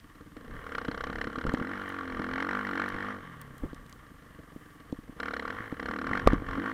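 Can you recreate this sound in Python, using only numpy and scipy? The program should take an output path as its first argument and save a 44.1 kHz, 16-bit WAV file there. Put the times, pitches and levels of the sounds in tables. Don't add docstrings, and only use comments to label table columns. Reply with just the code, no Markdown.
import sys
import numpy as np
from scipy import signal
from scipy.fft import rfft, irfft
from scipy.io import wavfile
from scipy.ndimage import uniform_filter1d

SR = 44100
rng = np.random.default_rng(int(sys.argv[2]) if len(sys.argv) > 2 else 0)


def boost(x):
    u = np.asarray(x, float) / 20
    return 10 ** u


def store_pcm(level_fs):
    pcm = np.round(np.clip(level_fs, -1, 1) * 32767).astype(np.int16)
    wavfile.write(sys.argv[1], SR, np.atleast_2d(pcm).T)


N = 296793

# frequency in Hz, density in dB per Hz.
HISS_SPECTRUM = [(2000, 4), (4500, -3.5), (8000, -5), (11000, -5), (14000, -5.5), (15300, -7), (16200, -29)]
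# frequency in Hz, level in dB.
WHINE_TONES = [(8624, -84.5), (8694, -90)]
# start in seconds, end in seconds.
CARD_WRITES = [(.53, .77), (1.76, 1.95), (2.53, 2.77), (3.53, 3.69), (3.88, 3.97), (4.53, 4.77),
               (5.53, 5.77), (6.55, 6.73)]
# centre in seconds, extra level in dB, half length in seconds.
WIND_GUSTS = [(.55, 11.5, 0.091), (1.02, 13.5, 0.38), (1.48, 24.5, 0.045), (2.15, 13, 0.063),
              (2.33, 14, 0.045), (2.95, 16, 0.039), (3.65, 19.5, 0.041), (3.81, 7, 0.031), (5.27, 5, 0.12),
              (5.53, 8, 0.078), (5.87, 9, 0.096), (6.08, 10, 0.051), (6.32, 23, 0.16), (6.55, 15.5, 0.089)]
# start in seconds, peak in dB, centre frequency in Hz.
GRIT_TICKS = [(1.4656, -40, 4870), (1.537, -34.5, 5600), (1.5844, -45, 4500), (1.8914, -41, 10700),
              (2.8883, -39, 5730), (3.415, -32.5, 10500), (3.5814, -40, 9470), (3.7314, -50, 1300),
              (3.746, -42, 5430), (3.864, -50, 5560), (3.8964, -44, 7060), (3.9265, -40, 4380),
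              (4.925, -44.5, 4600), (6.2741, -20.5, 5140), (6.333, -34, 4500)]
# frequency in Hz, 60 dB decay time in seconds, level in dB.
MOUNT_MODES = [(283, 0.032, 11), (178, 0.0092, -57), (479, 0.023, 2), (806, 0.0085, -3.5)]
# start in seconds, peak in dB, sway below 80 Hz in dB, contact in ms.
MOUNT_KNOCKS = [(0.496, -37, -39.5, 0.69), (0.883, -18.5, -52, 1.6), (1.094, -31, -57, 3.8),
                (1.269, -24.5, -52, 2.1), (1.376, -23.5, -41, 1.7), (1.449, -19.5, -49, 0.79),
                (1.464, -26, -41, 1.8), (1.537, -13, -65, 0.22), (1.588, -26.5, -54, 1.7),
                (1.611, -19.5, -47, 1.6), (2.195, -20, -58, 0.47), (2.944, -28, -70, 1.9),
                (3.633, -21.5, -27, 1.15), (3.729, -29, -30, 0.4), (4.113, -39, -60, 3.3),
                (4.559, -30, -40, 1.5), (4.924, -19.5, -50, 1.04), (4.985, -30, -56, 3.5),
                (5.092, -31, -60, 2.5), (5.363, -39, -55, 3.7), (5.601, -31, -60, 3.0),
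                (5.723, -21, -66, 0.53), (5.898, -28, -53, 1.6), (6.11, -19.5, -63, 1.5),
                (6.33, -9.5, -39, 1.5), (6.419, -24.5, -45, 0.82), (6.579, -20.5, -49, 0.95)]
# frequency in Hz, 60 dB decay time in seconds, level in dB.
LANDING_MODES = [(280, 0.019, -16), (510, 0.0092, 4), (690, 0.013, -9.5), (1176, 0.018, -3),
                 (2100, 0.0074, -43)]
# time in seconds, rate in firings per second.
ENGINE_SPEED = [(0.0, 17.87), (0.32, 18.27), (0.585, 40.1), (0.85, 27.1), (1.51, 38.21), (1.571, 36.85),
                (1.739, 49.65), (2.214, 41.38), (2.622, 49.53), (3.205, 46.99), (3.541, 31.7),
                (3.999, 29.7), (4.051, 26.03), (4.778, 20.42), (5.153, 23.19), (5.27, 44.95),
                (5.808, 29.89), (6.73, 49.21)]
# centre in seconds, extra firings per second, half length in seconds.
WHEEL_SLIPS = [(0.67, 2.65, 0.051), (0.93, 3.81, 0.1), (1.145, 3.78, 0.07), (2.571, 2.33, 0.066),
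               (2.749, -3.73, 0.047), (3.106, 3.79, 0.068), (5.361, -8.58, 0.111), (5.635, 21.34, 0.113),
               (5.925, 8.18, 0.065), (6.132, 13.69, 0.065), (6.328, 13.07, 0.083), (6.682, 6.51, 0.038)]
# time in seconds, level in dB.
THROTTLE_DB = [(0, -63), (.3, -62.5), (.4, -53.5), (.62, -49), (.73, -40), (1.5, -36.5), (1.9, -41.5),
               (2.17, -39), (2.42, -33), (3.1, -37), (3.25, -51.5), (3.85, -61), (5.17, -61.5), (5.2, -38),
               (5.5, -37), (5.77, -50.5), (5.8, -37.5), (6.73, -39)]
# centre in seconds, extra level in dB, half length in seconds.
WRIST_JERKS = [(.2, 9.5, 0.047), (.36, 8, 0.016), (1.32, -8, 0.032), (1.44, -5.5, 0.039),
               (1.48, 5.5, 0.019), (2.55, 3, 0.016), (2.64, -2, 0.06), (2.84, 4, 0.066), (2.92, -5, 0.065),
               (5.9, 4, 0.023), (5.962, 1.5, 0.011), (6.15, 7.5, 0.058), (6.24, -6, 0.032),
               (6.3, 6.5, 0.036), (6.42, -10, 0.062), (6.66, 5.5, 0.04)]
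# centre in seconds, extra level in dB,
# half length in seconds.
TYRE_LOADS = [(.4, 6, 0.054), (.62, -5, 0.098), (1.0, -7, 0.049), (1.29, 6, 0.038), (1.62, 5, 0.12),
              (2.2, 5, 0.22), (2.74, 3.5, 0.055), (5.3, 0, 0.046), (5.62, -8, 0.11), (5.82, 3.5, 0.058),
              (6.02, 6, 0.091), (6.6, 8, 0.044)]
# frequency in Hz, width in Hz, level for bark in dB, level for rattle in dB.
CASE_MODES = [(766, 950, -5.5, -7), (1151.5, 200, 10.5, 12.5), (1397, 114, 1.5, 4.5),
              (1561, 130, -0.5, 5.5), (1797, 368, -3, 6), (2160, 497, 2, -8), (3034, 590, -5, -4.5),
              (4127, 700, -11.5, -66), (5390, 1120, -17, -22), (7500, 1200, -28.5, -58),
              (10000, 2000, -31.5, -29.5)]
# frequency in Hz, width in Hz, level in dB.
PIPE_MODES = [(204.8, 28.5, 5), (264.3, 55, 7.5), (318.2, 26.6, 4.5)]
# frequency in Hz, width in Hz, level in dB.
SILENCER_MODES = [(468.3, 84.4, 4), (640, 50, -17)]
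# level at reference in dB, dB per dB of throttle,
# dB per firing per second, level at idle in dB.
BOOM_LAW = (-42.5, 0.66, 0.24, -60.5)
HOOT_LAW = (-44, 0.56, -0.1953, -87)
THROB_LAW = (-51.5, -0.03, 0.17, -64.5)
RATTLE_LAW = (-49.5, 0.23, 0.34, -68.5)

FULL_DB, CRUISE_RATE = -38, 40
LANDING_S = 6.2739


def level(x, db):
    return x * boost(db) / np.sqrt(np.mean(x ** 2))


def curve(table):
    s, value = np.transpose(table)
    return np.interp(np.arange(N) / SR, s, value)


def bumps(table):
    t = np.arange(N) / SR
    return sum(size * np.exp(-((t - s) / half) ** 2) for s, size, half in table)


def walk(rate):
    k = int(SR / rate)
    held = np.repeat(rng.standard_normal(N // k + 1), k)
    return 1.17 * uniform_filter1d(uniform_filter1d(held, k), k)[:N]


def peak(x, hz, width):
    b, a = signal.iirpeak(hz, hz / width, fs=SR)
    return signal.lfilter(b, a, signal.lfilter(b, a, x))


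def modes(x, table, flip=True):
    return sum((-1) ** (k * flip) * boost(db) * peak(x, f, w) for k, (f, w, db) in enumerate(table))


def ring(hz, t60, t):
    return np.sin(2 * np.pi * hz * t) * np.exp(-np.log(1000) * t / t60)


def swell(x, rise_ms, fall_ms):
    t = np.arange(SR // 20) / SR * 1000
    rise = (t / rise_ms) ** 2 / (1 + (t / rise_ms) ** 2)
    return signal.fftconvolve(x, rise * np.exp(-t / fall_ms))[:N]


def follow(law, throttle_db, hz):
    db, per_db, per_rate, idle_db = law
    return np.maximum(db + per_db * (throttle_db - FULL_DB) + per_rate * (hz - CRUISE_RATE), idle_db)


def hiss():
    t = np.arange(N) / SR
    f = np.maximum(np.fft.rfftfreq(N, 1 / SR), 1)
    hz, density_db = np.transpose(HISS_SPECTRUM)
    shape = boost(np.interp(np.log(f), np.log(hz), density_db))
    noise = level(irfft(rfft(rng.standard_normal(N)) * shape, N), -66.5)
    busy = uniform_filter1d(sum(1. 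* ((t > a) & (t < b)) for a, b in CARD_WRITES), SR // 30)
    writing = busy * level(peak(rng.standard_normal(N), 11000, 14000), -74)
    whine = sum(boost(db + 4) * np.sin(2 * np.pi * tone * t + 1.5 * walk(20)) for tone, db in WHINE_TONES)
    return noise + writing + whine


def wind():
    db = -54 + bumps(WIND_GUSTS)
    sway = peak(rng.standard_normal(N), 30.0, 31) + boost(-10.5) * peak(rng.standard_normal(N), 20.6, 21)
    flutter = peak(rng.standard_normal(N), 96, 240) * boost(2.0 * walk(20))
    return boost(db - 7) * (level(sway, 0) + level(flutter, 0))


def grit():
    out, t = np.zeros(N + SR), np.arange(SR // 50) / SR
    noises = rng.standard_normal((len(GRIT_TICKS), len(t)))
    for (s, db, hz), noise in zip(GRIT_TICKS, noises):
        tick = peak(noise * np.exp(-t / 0.00071), hz, 1.35 * hz)
        tick = tick + .5 * peak(noise * np.exp(-t / 0.0035), 3650, 2700)
        i = int(s * SR)
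        out[i:i + len(t)] += boost(db) * tick / np.abs(tick).max()
    return out[:N]


def knocks():
    out, t = np.zeros(N + SR), np.arange(SR // 4) / SR
    response = sum(boost(db) * ring(hz, t60, t) for hz, t60, db in MOUNT_MODES)
    for s, db, sway_db, contact_ms in MOUNT_KNOCKS:
        push = np.hanning(max(int(contact_ms / 1000 * SR), 4))
        body = np.convolve(response, push)[:len(t)]
        i = int((s + 0.00244) * SR)
        out[i:i + len(t)] -= boost(db) * body / np.abs(body).max()
        j = i - int(0.0142 * SR)
        out[j:j + len(t)] += boost(sway_db) * ring(31.0, 0.033, t)
    return out[:N]


def landing():
    since = np.arange(N) / SR - LANDING_S
    t = np.maximum(since, 0)
    slam = uniform_filter1d(sum(boost(db) * ring(hz, t60, t) for hz, t60, db in LANDING_MODES), 9)
    heave = ring(43.3, 0.22, np.maximum(since + 0.012, 0))
    return boost(-14.0) * heave - slam


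def valve_rattle(turns):
    taps = (1 + 0.15 * np.cos(4 * np.pi * turns)) * boost(2.0 * walk(60)) * rng.standard_normal(N)
    return level(modes(taps, np.array(CASE_MODES)[:, [0, 1, 3]]), 0)


def crank_throb(pulses, turns, hz, shut):
    low_pipe = level(peak(pulses, 141, 62), -4.5) + level(peak(pulses, 83, 49), -5.5)
    throb = shut * low_pipe + (1.3 - shut) * np.sin(4 * np.pi * turns)
    slowing = np.clip(-uniform_filter1d(np.gradient(hz), SR // 4) * SR / 15, 0, 1)
    braking = shut * np.clip((hz - 28) / 6, 0, 1) * slowing
    return throb + braking * (.8 * np.sin(6 * np.pi * turns) + 1.1 * np.sin(8 * np.pi * turns))


def silencer_hoot(pulses, chug, shut):
    return (1.1 - .7 * shut) * level(modes(pulses, SILENCER_MODES), 0) + level(peak(chug, 600, 450), -11)


def pipe_boom(pulses, chug, hz, shut):
    boom = (1.1 - 1.23 * shut) * level(modes(pulses, PIPE_MODES, flip=False), 0)
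    boom = boom + shut * level(peak(chug, 242, 121), 0.77)
    return boom + np.clip((31 - hz) / 8, 0, 1) * level(peak(pulses, 296, 40), 1.3)


def gas_blast(pulses, opens, colours, phases):
    puff = swell(pulses, 1.98, 1.13) + boost(-14.5) * swell(pulses, 2.9, 4.4)
    gas = level(puff * rng.standard_normal(N), 0)
    whip, t = np.zeros(N + SR), np.arange(SR // 100) / SR
    envelope = np.exp(-((t - .0032) / .0017) ** 2)
    for i, colour, phase in zip(opens, colours, phases):
        start_hz = 1150 * boost(0.59 * colour)
        crack = np.sin(2 * np.pi * start_hz * t * (1 + 55 * t) + .35 * phase)
        whip[i:i + len(t)] += pulses[i] * envelope * crack
    return gas + level(whip[:N], -3.5)


def exhaust_bark(blast, opens, strengths, hz, shut):
    case = np.array(CASE_MODES)[:, :3]
    treble = boost(-.4 * (hz - 40)) * modes(np.roll(blast, int(.0015 * SR)), case[6:])
    bark = (1.1 - 0.62 * shut) * modes(blast, case[:1]) - modes(blast, case[1:6]) + treble
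    cycle = np.searchsorted(opens, np.arange(N), side="right")
    power = np.bincount(cycle, bark ** 2) / np.bincount(cycle)
    strength = np.append(1, boost(2.06 * strengths))
    return bark * strength[cycle] / np.sqrt(power[cycle] + 1e-12)


def engine():
    hz = curve(ENGINE_SPEED) + bumps(WHEEL_SLIPS)
    bark_db = curve(THROTTLE_DB) + bumps(WRIST_JERKS)
    shut = np.clip((-45 - bark_db) / 8, .1, 1)
    boom_db = follow(BOOM_LAW, bark_db, hz) + bumps(TYRE_LOADS)
    hoot_db = follow(HOOT_LAW, bark_db, hz) - 2.5 * np.clip(21.5 - hz, 0, 4)
    throb_db = uniform_filter1d(follow(THROB_LAW, bark_db, hz), SR // 6)
    rattle_db = np.minimum(follow(RATTLE_LAW, bark_db, hz), bark_db - 7 + 8 * shut)

    turns = .206 + np.cumsum(hz) / SR
    at = np.flatnonzero(np.diff(np.floor(turns)))
    unevenness, strengths, colours, phases = rng.standard_normal((4, len(at)))
    opens = np.maximum(at - int(.0049 * SR), 0)
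    pulses = np.zeros(N)
    pulses[opens] = boost(2.5 * shut[at] * unevenness) / np.sqrt(hz[at])
    chug = (level(swell(pulses, 2.3, 11.0), 0) + 0.62) * rng.standard_normal(N)

    blast = gas_blast(pulses, opens, colours, phases)
    bark = exhaust_bark(blast, opens, strengths, hz, shut)
    pop = (1.1 - shut) * level(peak(swell(pulses, .3, .15), 880, 600), -14)
    out = bark * boost(bark_db - 1.42 - 5.3 * shut) + pop * boost(bark_db)
    out = out + pipe_boom(pulses, chug, hz, shut) * boost(boom_db - 2.0)
    out = out - silencer_hoot(pulses, chug, shut) * boost(hoot_db - 3.73)
    out = out + crank_throb(pulses, turns, hz, shut) * boost(throb_db - 1.5)
    return out + valve_rattle(turns) * boost(rattle_db + 2.0)


def scene():
    return (hiss() + wind() + grit() + knocks() + landing() + engine())[None]


def top_cut(x):
    return signal.sosfilt(signal.butter(12, 16250, fs=SR, output="sos"), x)


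def record(dry):
    lowpass = signal.ellip(8, .2, 70, 15800, fs=SR, output="sos")
    mix = signal.sosfilt(lowpass, np.clip(dry, -.7, .7))
    return top_cut(mix)


dry = scene()
out = record(dry)
store_pcm(out)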